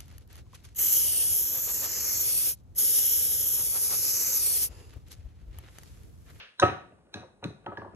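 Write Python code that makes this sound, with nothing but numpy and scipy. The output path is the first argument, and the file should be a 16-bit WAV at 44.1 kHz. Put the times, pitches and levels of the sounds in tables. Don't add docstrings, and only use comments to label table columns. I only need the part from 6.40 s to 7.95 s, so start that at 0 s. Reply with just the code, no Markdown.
import sys
import numpy as np
from scipy import signal
from scipy.fft import rfft, irfft
from scipy.io import wavfile
from scipy.ndimage import uniform_filter1d, map_coordinates

SR = 44100
rng = np.random.default_rng(int(sys.argv[2]) if len(sys.argv) > 2 else 0)


def log_audio(samples):
    frames = np.atleast_2d(samples).T
    limited = np.clip(frames, -1, 1)
    pcm = np.round(limited * 32767).astype(np.int16)
    wavfile.write(sys.argv[1], SR, pcm)


def how_loud(loudness_db):
    steps = np.asarray(loudness_db, float) / 20
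    return 10 ** steps


N = 68355

# frequency in Hz, density in dB per Hz.
HUM_SPECTRUM = [(25, -15.5), (50, 14.5), (100, -6), (200, -4), (500, -6.5), (1000, -17), (2200, -28.5),
                (5500, -38.5)]
# time in seconds, change of level in dB.
HUM_SWELL = [
    (0, 1.5),
    (.18, -16),
    (.45, 8),
    (.68, 3),
    (.95, 2.5),
    (1.55, 10.5),
]
# frequency in Hz, density in dB per Hz.
HISS_SPECTRUM = [(4000, -11.5), (6000, -6), (7600, -7), (8500, -2), (10300, -6), (11500, -13.5),
                 (12500, -41)]
# frequency in Hz, density in dB per Hz.
EARLIER_SPECTRUM = [(250, -36), (480, -5.5), (900, -12.5), (1690, -0.5), (2000, -6.5), (2750, 0.5),
                    (4000, -9.5), (6500, -24), (7200, -45.5)]
# band centre in Hz, t60 in seconds, level in dB, likeness of channels 0-1.
ROOM_BANDS = [(106, 0.41, -2.5, 1), (324, 0.39, -4.5, .5), (1000, 0.43, 0, 0.1), (2500, 0.49, -7, 0.1),
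              (5770, 0.37, 1, 0.5), (10230, 0.25, -4, 1)]
# delay in ms, level in dB.
REFLECTIONS = [(.9, -33.5), (2.3, -24.5), (4.1, -18.5), (7.3, -21)]
# time in seconds, level in dB.
SCRAPE_LEVEL = [(0, -107), (0.171, -82), (0.2, -51), (0.238, -28), (0.401, -57.5), (0.551, -78), (.72, -71),
                (0.758, -45.5), (.9, -69.5), (0.998, -94), (1.038, -41), (1.198, -93), (1.25, -61),
                (1.287, -61.5), (1.36, -58), (1.418, -56.5), (1.55, -113)]
# frequency in Hz, level in dB, t60 in seconds.
COUNTER_MODES = [(97, -7, 0.2), (153.8, -11, 0.17), (184.3, -16.5, 0.28), (214.2, -7, 0.1),
                 (252, -8, 0.091), (290, -4.5, 0.095), (337, -13, 0.11), (418.5, -10.5, 0.15)]
# frequency in Hz, level in dB, t60 in seconds.
BOWL_MODES = [(356.4, -14.5, 0.18), (405, -18, .1), (562, -7.5, 0.052), (651.3, -13, 0.15),
              (742, -6, 0.045), (795, -11, 0.04), (940, -9.5, 0.032), (989.4, -20, 0.16),
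              (1152, -8.5, 0.051), (1300, -8, 0.03), (1457.4, -11, 0.08), (1690, -12.5, 0.03),
              (1812, -8.5, 0.016), (2790, -7.5, 0.01)]
# start in seconds, bowl level in dB, counter level in dB, contact time in ms.
KNOCKS = [(0.2201, -13.5, -28.5, 0.43), (.2255, -15, -24, 0.14), (0.2308, -14, -24.5, 0.57),
          (.238, -20.5, -34, 0.8), (0.253, -20.5, -47.5, 0.23), (.523, -57.5, -50.5, 0.44),
          (0.747, -39, -36, 1.82), (0.77, -61, -48.5, 0.93), (0.794, -54, -42, 1.7), (.827, -37, -53, .9),
          (1.025, -40.5, -44.5, 0.57), (1.029, -36.5, -73, 0.74), (1.045, -29.5, -31.5, 1.05),
          (1.050, -41, -33, 2.06), (1.074, -37, -33.5, 2.37), (1.1, -32, -39.5, 2.1),
          (1.263, -29.5, -72, 0.28), (1.277, -32, -36.5, 1.12), (1.318, -31, -49.5, 0.71),
          (1.328, -32.5, -49.5, 0.81), (1.379, -33, -38.5, 0.75), (1.406, -43.5, -46, 0.44),
          (1.4171, -35, -47, 0.47), (1.426, -41, -49, 0.69), (1.447, -38.5, -56, 0.79),
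          (1.457, -29.5, -60, 1.84), (1.476, -40, -48, 0.96), (1.533, -48, -46.5, 0.54)]
# frequency in Hz, level in dB, t60 in seconds.
NOTE_MODES = [(1278.1, 1.5, 0.12), (1287.7, -1.5, .125)]
# start in seconds, level in dB.
RIM_KNOCKS = [
    (0.221, -10),
    (1.264, -32.5),
]
# start in seconds, level in dB, pitch in Hz, t60 in ms.
THUMPS = [
    (.7535, -27, 151, 27),
    (.770, -31.5, 140, 24),
    (.794, -28.5, 200, 19),
    (1.0465, -22.5, 300, 37),
    (1.0555, -11.5, 182, 20),
    (1.0735, -23.5, 170, 23),
]
# start in seconds, level in
# dB, pitch in Hz, t60 in ms.
CLACKS = [(.193, -41, 1520, 24), (0.1967, -16.5, 1540, 22), (.198, -55, 14600, 9.2),
          (0.1964, -26.5, 1000, 40), (.1985, -38, 4600, 26), (.2219, -25.5, 1150, 7.2),
          (.2255, -14, 1200, 8.7), (0.2282, -22.5, 3150, 20), (0.2271, -21.5, 2550, 31),
          (.2305, -14, 1263, 14), (.2375, -12, 1300, 14), (0.25, -28, 1830, 60), (.521, -58, 2700, 19),
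          (0.39, -60.5, 3500, 12), (0.5226, -40, 614, 22), (0.79, -45, 480.4, 20),
          (.741, -31.5, 1625, 25.6), (.7415, -35, 804, 26), (.828, -43, 920, 31), (.837, -38.5, 1000, 10.6),
          (.843, -43, 514, 73), (1.027, -32, 850, 20.3), (1.042, -66, 15300, 11), (1.2615, -54, 4260, 10),
          (1.262, -40.5, 3190, 21.4), (1.2632, -47, 2500, 25), (1.263, -33, 1300, 44),
          (1.265, -27, 868, 35.5), (1.319, -34, 1118, 21), (1.372, -40, 3070, 10.3),
          (1.3722, -27.5, 1690, 27), (1.373, -47, 4430, 9.7), (1.375, -30, 903, 23),
          (1.378, -53.5, 5340, 14), (1.382, -57, 5900, 13), (1.39, -60, 5000, 11), (1.418, -29, 1110, 15),
          (1.447, -27, 880, 15.3), (1.474, -40, 1000, 29)]
# frequency in Hz, level in dB, t60 in seconds.
SPOON_LOW = [(2539, 5.5, 0.021), (2590, -9, 0.024), (2415, -12, 0.022)]
SPOON_MID = [(3445, -1.5, 0.02), (3670, 0, 0.014), (3830, 7, 0.013), (4120, 1, 0.012), (4670, -19.5, 0.038)]
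SPOON_TOP = [(5180, 8, 0.0063), (6013, 7.5, 0.0088), (6576, 6, 0.0065), (7880, -8, 0.0065),
             (8690, -1, 0.0068), (9600, -6.5, 0.0097), (10600, -16, .006), (15200, -26, .008)]
# frequency in Hz, density in dB per Hz.
CRACK_SPECTRUM = [(800, -2), (3000, -2), (7000, -20.5), (11000, -17), (12500, -24.5), (14500, -31.5),
                  (16000, -44.5)]
# start in seconds, then low, middle, treble and crack levels in dB.
TICKS = [
    (0.1987, -63, -25, -29.5, -41),
    (.741, -39, -33, -45.5, -48),
    (1.041, -34.5, -36.5, -49, -42.5),
    (1.263, -57, -57.5, -70, -58.5),
    (1.373, -56, -56.5, -71, -61.5),
    (1.548, -60, -86, -68.5, -62),
]

HUM_DB, HUM_ALIKE = -63, 0.7
HISS_DB, HISS_ALIKE = -83, 0.82
EARLIER_DB, EARLIER_T60_S = -43.5, 0.41
ROOM_DELAY_MS, ROOM_TOP_HZ = 1.3, 11500
EARLIER_ALIKE = 0.38
RIM_ROOM_DB, THUMP_ROOM_DB = -13, -13
SCRAPE_PER_S, GRAIN_DB = 900, 2.5
SCATTER_DB, DETUNE = 1.2, 0.003
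RISE_MS, CRACK_MS = 0.26, 4.5
SLIDE_DB, SLIDE_MS = -30.5, 6
LEFT_LAG_SAMPLES = 5.01
LEFT_BASS_DB, LEFT_BASS_HZ = 4, 143.5
MIC_LOW_HZ = 80


def shaped(points, size):
    hz, db = np.array(points).T
    f = np.maximum(np.arange(size // 2 + 1) * SR / size, 1)
    gain = how_loud(np.interp(np.log(f), np.log(hz), db, left=-90, right=-90))
    x = irfft(rfft(rng.standard_normal(size)) * gain, size)
    return x / x.std()


def pair(make, alike):
    c = np.clip(alike, 0, 1)
    mid = make() * np.sqrt((1 + c) / 2)
    side = make() * np.sqrt((1 - c) / 2)
    return np.array([mid + side, mid - side])


def add(out, s, x):
    i = int(s * SR)
    out[i:i + len(x)] += x[:len(out) - i]


def decay(t, t60):
    return 1000. ** (-t / t60)


def ring(modes, db, size=20000):
    hz, mode_db, t60 = np.array(modes).T[:, :, None]
    chance = rng.standard_normal((2, len(modes), 1))
    t = np.arange(size) / SR
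    waves = np.sin(2 * np.pi * hz * (1 + DETUNE * chance[0]) * t) * decay(t, t60)
    sign = (-1.) ** np.arange(len(modes))[:, None]
    level = how_loud(db + mode_db + SCATTER_DB * chance[1])
    return (sign * level * waves).sum(axis=0)


def background():
    swell_s, swell_db = np.array(HUM_SWELL).T
    hum_level = how_loud(HUM_DB + np.interp(np.arange(N) / SR, swell_s, swell_db))
    hum = hum_level * pair(lambda: shaped(HUM_SPECTRUM, N), HUM_ALIKE)
    hiss = how_loud(HISS_DB) * pair(lambda: shaped(HISS_SPECTRUM, N), HISS_ALIKE)
    return hum + hiss


def earlier_clink():
    noise = pair(lambda: shaped(EARLIER_SPECTRUM, N), EARLIER_ALIKE)
    return noise * how_loud(EARLIER_DB) * decay(np.arange(N) / SR, EARLIER_T60_S)


def room(x, size=32768):
    t, tail = np.arange(size) / SR, 0
    for hz, t60, db, alike in ROOM_BANDS:
        points = [(hz / 3, -30), (hz / 1.266, 0), (hz * 2.0, 0), (hz * 3, -30)]
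        noise = pair(lambda: shaped(points, size), alike)
        shape = decay(t, abs(t60)) * (1 - np.exp(-t * 1000 / ROOM_DELAY_MS))
        shape = shape / np.sqrt(np.sum(shape ** 2))
        tail = tail + noise * shape * how_loud(db) * np.sqrt(hz / SR)
    tail = signal.sosfilt(signal.butter(6, ROOM_TOP_HZ, fs=SR, output="sos"), tail)
    return signal.fftconvolve(x[None], tail, axes=1)[:, :N]


def early(x):
    low = signal.sosfilt(signal.butter(1, 3000, fs=SR, output="sos"), x)
    side = np.zeros(N)
    for k, (ms, db) in enumerate(REFLECTIONS):
        add(side, ms / 1000, (-1) ** k * how_loud(db) * low)
    return np.array([side, -side])


def scrape():
    s, db = np.array(SCRAPE_LEVEL).T
    happens = rng.random(N) < SCRAPE_PER_S / SR
    slips = happens * how_loud(GRAIN_DB * rng.exponential(size=N)) * rng.standard_normal(N)
    k = np.arange(3000)
    body = ring(BOWL_MODES, 0, size=3000) * np.exp(-k / 1600.0)
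    body += ring(COUNTER_MODES, -5.5, size=3000) * np.exp(-k / 920.0)
    body += ring(SPOON_MID + SPOON_LOW, -15, size=3000)
    x = signal.fftconvolve(uniform_filter1d(slips, size=5), body)[:N]
    return x / x.std() * how_loud(np.interp(np.arange(N) / SR, s, db))


def bowl():
    out, push_ms = np.zeros(N), np.arange(300) / SR * 1000
    for s, bowl_db, counter_db, contact_ms in KNOCKS:
        push = np.sin(np.pi * np.clip(push_ms / max(contact_ms, .1), 0, 1)) ** 2
        body = ring(BOWL_MODES, bowl_db) + ring(COUNTER_MODES, counter_db)
        add(out, s, signal.fftconvolve(body, push / push.sum()))
    return out


def rim():
    out, t = np.zeros(N), np.arange(20000) / SR
    for s, db in RIM_KNOCKS:
        for k, (hz, mode_db, t60) in enumerate(NOTE_MODES):
            add(out, s, (-1) ** k * how_loud(db + mode_db) * np.sin(2 * np.pi * hz * t) * decay(t, t60))
    return out


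def short_hits(hits):
    out, t = np.zeros(N), np.arange(4000) / SR
    for s, db, hz, t60_ms in hits:
        build = 1 - np.exp(-t * hz / 1.2)
        add(out, s, how_loud(db) * np.sin(2 * np.pi * hz * t) * decay(t * 1000, t60_ms) * build)
    return out


def spoon():
    out, ms = np.zeros(N), np.arange(2048) / SR * 1000
    for s, low_db, mid_db, top_db, crack_db in TICKS:
        stem = ring(SPOON_LOW, low_db) + ring(SPOON_MID, mid_db)
        tick = stem + ring(SPOON_TOP, top_db)
        tick[:2048] += shaped(CRACK_SPECTRUM, 2048) * how_loud(crack_db) * np.exp(-ms / CRACK_MS)
        rise = 1 - np.exp(-np.arange(len(tick)) / (SR * RISE_MS / 1000))
        add(out, s, tick * rise)
        slide = rng.standard_normal(2048) * np.exp(-ms[::-1] / SLIDE_MS) * how_loud(SLIDE_DB)
        add(out, s - 2048 / SR, signal.fftconvolve(slide, np.diff(stem[:2048])))
    return out


def scene():
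    floor = background() + earlier_clink()
    work = scrape() + bowl() + short_hits(CLACKS) + spoon()
    note, thump = rim(), short_hits(THUMPS)
    wet = room(work + how_loud(RIM_ROOM_DB) * note + how_loud(THUMP_ROOM_DB) * thump)
    direct = work + note + thump
    return direct + early(direct) + wet + floor


def band_limit(x):
    return signal.sosfilt(signal.butter(12, 16160, fs=SR, output="sos"), x)


def record(dry):
    left = map_coordinates(dry[0], [np.arange(N) - LEFT_LAG_SAMPLES], order=5, mode="mirror")
    bass = signal.sosfilt(signal.butter(1, LEFT_BASS_HZ, fs=SR, output="sos"), left)
    left = left + (how_loud(LEFT_BASS_DB) - 1) * bass
    high_pass = signal.butter(4, MIC_LOW_HZ, "high", fs=SR, output="sos")
    mix = signal.sosfilt(high_pass, np.array([left, dry[1]]))
    return band_limit(mix)


dry = scene()
out = record(dry)
log_audio(out)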